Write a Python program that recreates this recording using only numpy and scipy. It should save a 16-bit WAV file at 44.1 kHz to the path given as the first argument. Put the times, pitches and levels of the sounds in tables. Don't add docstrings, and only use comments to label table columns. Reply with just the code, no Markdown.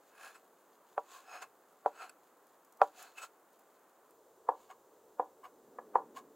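import sys
import numpy as np
from scipy import signal
from scipy.fft import rfft, irfft, next_fast_len
from scipy.io import wavfile
from scipy.ndimage import uniform_filter1d

SR = 44100
rng = np.random.default_rng(int(sys.argv[2]) if len(sys.argv) > 2 else 0)


def log_audio(samples):
    frames = np.atleast_2d(samples).T
    limited = np.clip(frames, -1, 1)
    pcm = np.round(limited * 32767).astype(np.int16)
    wavfile.write(sys.argv[1], SR, pcm)


N = 280035
T = np.arange(N) / SR
STEP_BACK_S = 4.12
IS_CLOSE = T < STEP_BACK_S


def place(s):
    return int(s >= STEP_BACK_S)


def undb(db):
    return 10 ** (np.asarray(db) / 20)


def unit(x):
    return x / np.sqrt(np.mean(x ** 2))


def add(out, x, s):
    i = int(round(s * SR))
    out[i:i + len(x)] += x[:len(out) - i]


def shape(x, points):
    hz, db = np.transpose(points)
    size = next_fast_len(len(x))
    bins_hz = np.maximum(np.fft.rfftfreq(size, 1 / SR), 1)
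    gain = undb(np.interp(np.log(bins_hz), np.log(hz), db))
    return irfft(rfft(x, size) * gain, size)[:len(x)]


def colour(x, points):
    return unit(shape(x, points))


def band(x, low_hz, high_hz, order=2):
    return signal.sosfilt(signal.butter(order, [low_hz, high_hz], "band", fs=SR, output="sos"), x)


def resonate(x, hz, width_hz):
    for width in (width_hz, 6 * width_hz):
        x = signal.lfilter(*signal.iirpeak(hz, hz / width, fs=SR), x)
    return x


def snap(t, decay_s, low_hz, high_hz):
    x = band(rng.standard_normal(len(t)) * np.exp(-t / decay_s), low_hz, high_hz, order=3)
    return x / np.abs(x).max()


def slips(spread_db):
    clicks = rng.standard_normal(N) * undb(spread_db * rng.exponential(size=N).clip(0, 5))
    return unit(clicks * (rng.random(N) < .2))


# pitch_hz, gain_db
AIR_TONE_CLOSE = [(25, -51), (60, -40), (110, -21), (170, -11.5), (280, -2.5), (430, 2.5), (700, 0.5),
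                  (1100, 0), (1600, -7.5), (2300, -18.5), (5400, -26.5), (6900, -19), (10000, -22.5),
                  (14000, -18.5)]
AIR_TONE_FAR = [(25, -28.5), (90, -20.5), (170, -18.5), (280, -9), (440, 4.5), (650, -4.5), (1000, -6),
                (1600, -16.5), (2300, -26.5), (3700, -25.5), (5400, -28.5), (6900, -21.5), (10000, -28.5),
                (14000, -23.5)]
# pitch_hz, gain_db
HISS_TONE_CLOSE = [(43, -19), (130, 1), (500, 5.5), (1000, 9), (2600, -2), (4500, -3.5), (7300, 3.5),
                   (10000, 0.5), (14000, 4)]
HISS_TONE_FAR = [(43, -16), (130, -1.5), (250, -7), (600, -7), (2600, -14), (4000, -19), (7000, 7),
                 (10000, -1), (14000, 2.5)]

def air(close_db=-66, far_db=-64.5, hiss_close_db=-79.5, hiss_far_db=-79):
    rush, hiss = rng.standard_normal((2, N))
    middle = np.where(IS_CLOSE, undb(close_db) * colour(rush, AIR_TONE_CLOSE),
                      undb(far_db) * colour(rush, AIR_TONE_FAR))
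    side = np.where(IS_CLOSE, undb(hiss_close_db) * colour(hiss, HISS_TONE_CLOSE),
                    undb(hiss_far_db) * colour(hiss, HISS_TONE_FAR))
    return middle + np.array([side, -side])


# time_s, level_db
RUSH_SWELL = [(4.2, -87.5), (5.1, -75), (5.45, -72), (5.8, -62.5), (6.1, -59.5), (6.35, -65.5)]
# pitch_hz, gain_db
RUSH_TONE = [(60, -42.5), (150, -16), (270, -2), (450, -2), (650, -14), (1500, -26), (4000, -51.5)]

def distant_rush():
    level_db = np.interp(T, *np.transpose(RUSH_SWELL))
    return undb(level_db) * colour(rng.standard_normal(N), RUSH_TONE)


def garden_echo(x, fade_s=0.18, delay_s=0.0023):
    t = T[:SR // 2]
    tail = band(rng.standard_normal(len(t)), 300, 1500)
    tail *= np.exp(-np.log(1000) * t / fade_s) * (t > delay_s)
    return signal.fftconvolve(x, tail / np.sqrt(np.sum(tail ** 2)))[:N]


# pitch_hz, gain_db
KNIFE_WIDTH = [(100, -7), (500, -28), (1000, -25), (1700, -26.5), (2600, -21), (4000, -12.5), (7000, -10.5),
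               (13000, -16.5)]

def stereo_width(hits, scraping, scrape_db=2, far_db=-18.5):
    out_of_phase = signal.hilbert(hits, next_fast_len(N)).imag[:N]
    side = shape(out_of_phase + undb(scrape_db) * scraping, KNIFE_WIDTH)
    side *= undb(np.where(IS_CLOSE, 0, far_db))
    return np.array([side, -side])


# pitch_hz, gain_db
GRIT_TONE = [(500, -24), (2000, -5), (3000, 0), (4400, -1), (5700, -7), (6900, 4.5), (8000, -5.5),
             (10000, -8.5), (16000, -8.5)]

def grit(x):
    return colour(x, GRIT_TONE)


# start_s, peak_db
WET_TICKS = [(2.468, -58), (2.648, -55), (2.724, -52), (2.772, -54.5), (3.026, -41), (3.593, -57.5),
             (4.108, -55.5)]

def wet_ticks(faint_db=-70, range_db=8, faint_count=70, crackle_db=-82, patchy_db=4):
    out, t = np.zeros(N), T[:SR // 50]
    for start_s, peak_db in WET_TICKS:
        add(out, undb(peak_db) * snap(t, 0.003, 5800, 17000), start_s)
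    for when, size in rng.random((faint_count, 2)):
        add(out, undb(faint_db + range_db * size) * snap(t, 0.0015, 5100, 15000), when * STEP_BACK_S)
    handling = undb(patchy_db * unit(uniform_filter1d(rng.standard_normal(N), size=4000)))
    return out + undb(crackle_db) * handling * grit(slips(spread_db=4)) * IS_CLOSE


# pitch_hz, width_hz, gain_db
BLADE_NOTES = [(1331, 33, 11), (2148, 18, 4.5), (2593, 62, -1.5), (3250, 27, -10.5), (4450, 150, -8),
               (5220, 89, -2.5), (6580, 16, 5), (7850, 46, 3.5), (9100, 120, -4.5), (10540, 330, -9),
               (12000, 37, -7), (13200, 50, -9), (14600, 120, -23)]

def blade_ring(friction, vary_db=4, detune=0.0068):
    steel = np.zeros(len(friction))
    for hz, width_hz, db in BLADE_NOTES:
        size, shift = rng.standard_normal(2)
        steel += undb(db + vary_db * size) * resonate(friction, hz * (1 + detune * shift), width_hz)
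    return unit(steel)


# pitch_hz, width_hz, close_db, far_db
RUBBED_NOTES = [(746, 40, -15, -11.5), (758, 26, -23.5, -2), (1076, 64, -9, 8), (1362, 42, -11, -16.5),
                (1637, 80, -16, -6), (2207, 32, -25.5, -10), (2590, 133, -9, -31), (2870, 140, -18.5, -10),
                (4190, 150, -17.5, -22)]

def rubbed_wood(friction, spot_hz, far, boost_db=(11.5, 0.5), reach_octaves=0.2):
    wood = np.zeros(len(friction))
    for hz, width_hz, *note_db in RUBBED_NOTES:
        nearness = np.exp(-(np.log2(hz / spot_hz) / reach_octaves) ** 2)
        wood += undb(note_db[far] + boost_db[far] * nearness) * unit(resonate(friction, hz, width_hz))
    return wood


# pitch_hz, gain_db
DRAG_TONE = [(150, -39.5), (400, -4.5), (750, 7), (900, 2.5), (1350, 5), (1680, 6.5), (1900, -7.5),
             (2250, -5), (2650, -8.5), (3000, -30), (6000, -46), (16000, -55)]
# loudest_s, length_s, gain_db, grit_db, spot_pitch_hz
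STROKES = [(0.253, 0.2, -54.5, -7, 1650), (0.357, 0.034, -61.5, -12, 1530), (1.150, 0.18, -61, 1, 1080),
           (1.35, 0.16, -50, -15.5, 810), (1.425, 0.036, -49.5, -6, 1040), (2.02, 0.18, -55, -10, 1360),
           (2.025, 0.066, -54.5, -34, 744), (2.096, 0.0093, -62.5, -19, 2630),
           (3.009, 0.14, -58.5, 0.5, 745), (3.069, 0.095, -63.5, -12, 4280),
           (3.184, 0.051, -54.5, -4, 2660), (3.233, 0.058, -51, -2, 1360), (4.626, 0.21, -78, 6, 2220),
           (4.708, 0.035, -55.5, -16, 770), (5.451, 0.049, -57, -23, 1080), (6.173, 0.049, -54, -2.5, 1090)]

def scrapes(rough_db=2, judder_db=-0.5, drag_db=(-1, -16), steel_db=(1.5, -6), flick_s=0.031):
    drag = colour(slips(rough_db), DRAG_TONE)
    grains = grit(slips(rough_db))
    friction = slips(rough_db)
    judder = undb(judder_db * unit(band(rng.standard_normal(N), 30, 130)))
    out = np.zeros(N)
    for loudest_s, length_s, gain_db, grit_db, spot_hz in STROKES:
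        far = place(loudest_s)
        rise_s = min(0.011 * (length_s / flick_s) ** 1.223, .8 * length_s)
        fall_s = length_s - rise_s
        span = slice(max(int((loudest_s - 4 * rise_s) * SR), 0), int((loudest_s + 5 * fall_s) * SR))
        t = T[span] - loudest_s
        pressure = judder[span] / np.cosh(2.436 * t / np.where(t < 0, rise_s, fall_s))
        wood = undb(drag_db[far]) * drag[span] + rubbed_wood(friction[span], spot_hz, far)
        muffle_db = 5 * np.log2(length_s / flick_s)
        steel = undb(steel_db[far] - muffle_db) * blade_ring(friction[span])
        out[span] += undb(gain_db) * pressure * (wood + undb(grit_db) * grains[span] + steel)
    return out


# pitch_hz, fade_s (time to drop 60 dB), close_db, far_db
BOARD_NOTES = [(302, 0.24, -11.5, -13.5), (368, 0.2, -20, -10.5), (456, 0.084, 8.5, -24),
               (511.6, 0.035, -29.5, 10), (593, 0.04, 19, 5), (756, 0.13, -2, -10.5), (800, 0.045, 18.5, 7),
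               (915, 0.066, 7, -15), (977, 0.091, 10, -16.5), (1136, 0.067, 7, -4), (1344, 0.043, 10.5, -1),
               (1450, 0.067, -13.5, -34), (1680, 0.041, -20.5, 7.5), (1897, 0.055, -38, -3.5),
               (2030, 0.043, -12, -19), (2496, 0.015, 13.5, -28), (3220, 0.035, 9.5, -6)]

def board_tap(t, far, shove_hz=(740, 938), shove_s=(0.0012, 0.00049), shove_db=(19.5, 25)):
    hz, fade_s, *note_db = np.transpose(BOARD_NOTES)
    notes = np.exp(-np.log(1000) * t / fade_s[:, None]) * np.cos(2 * np.pi * hz[:, None] * t)
    age = t / shove_s[far]
    shove = age ** 2 * np.exp(-age) * np.cos(2 * np.pi * shove_hz[far] * t)
    return undb(note_db[far]) @ notes + undb(shove_db[far]) * shove


def meat_cushion(x, low_hz, high_hz, cushion_s):
    x = signal.sosfilt(signal.butter(2, low_hz, "high", fs=SR, output="sos"), x)
    x = signal.sosfilt(signal.butter(3, high_hz, "low", fs=SR, output="sos"), x)
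    return np.convolve(x, signal.windows.gaussian(41, cushion_s * SR))[:len(x)]


# start_s, gain_db, low_hz, high_hz, second_delay_s, second_gain, bounce_delay_s
KNIFE_BLOWS = [(0.977, -28, 570, 1240, 0.0018, 5, 0.0063), (1.860, -23.5, 710, 760, 0.0044, 0.1, 0.017),
               (2.815, -16, 653, 1195, 0.0016, 4.5, 0.0081), (4.487, -23.5, 790, 880, 0.0019, 4.6, 0.0085),
               (5.196, -26, 530, 840, 0.00398, 0.3, 0.018), (5.7857, -41, 202, 2200, 0.0017, 1.5, 0.014),
               (5.9535, -20.5, 753, 1066, 0.0021, 5.3, 0.0072)]

def chops(cushion_s=(.00004, .00011), bounce=0.096, firm_db=-22, rattle_db=-19, thud_db=-49,
          squish_db=(-46, -53.5), tick_db=(-28.5, -35.5), crush_db=-21):
    out, t = np.zeros(N), T[:SR // 3]
    for start_s, gain_db, low_hz, high_hz, second_s, second_gain, bounce_s in KNIFE_BLOWS:
        far, force_db = place(start_s), gain_db - firm_db
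        ring = meat_cushion(board_tap(t, far), low_hz, high_hz, cushion_s[far])
        knock = ring.copy()
        add(knock, second_gain * ring, second_s)
        add(knock, bounce * (1 + second_gain) * ring, bounce_s)
        knock /= np.sqrt(np.sum(knock ** 2) / (SR / 100))
        noise = rng.standard_normal((4, len(t)))
        rattle = unit(band(noise[0], 380, 1200, order=3)) * np.exp(-t / 0.016)
        thud = unit(band(noise[1], 15, 170, order=1)) * np.exp(-t / 0.015)
        knock += undb(rattle_db) * rattle + undb(thud_db - .5 * force_db) * thud
        knock += undb(squish_db[far]) * grit(noise[2]) / np.cosh((t - .018) / 0.013)
        add(knock, undb(tick_db[far] + 1.4 * force_db) * snap(t, 0.00099, 2100, 7500), .001)
        add(out, undb(gain_db) * knock, start_s)
        crush = unit(band(noise[3], 490, 1200, order=3)) * np.exp(-abs(t - t.mean()) / 0.0071)
        add(out, undb(gain_db + crush_db) * crush, start_s - t.mean())
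    return out


def scene(echo_close_db=-32, echo_far_db=-22):
    hits = chops() + wet_ticks()
    knife = hits + scrapes()
    sides = stereo_width(hits, scrapes())
    echo = garden_echo(knife * undb(np.where(IS_CLOSE, echo_close_db, echo_far_db)))
    return knife + echo + sides + air() + distant_rush()


def record(dry, top_hz=15800):
    return signal.sosfilt(signal.ellip(10, .1, 70, top_hz, fs=SR, output="sos"), dry)


dry = scene()
out = record(dry)
log_audio(out)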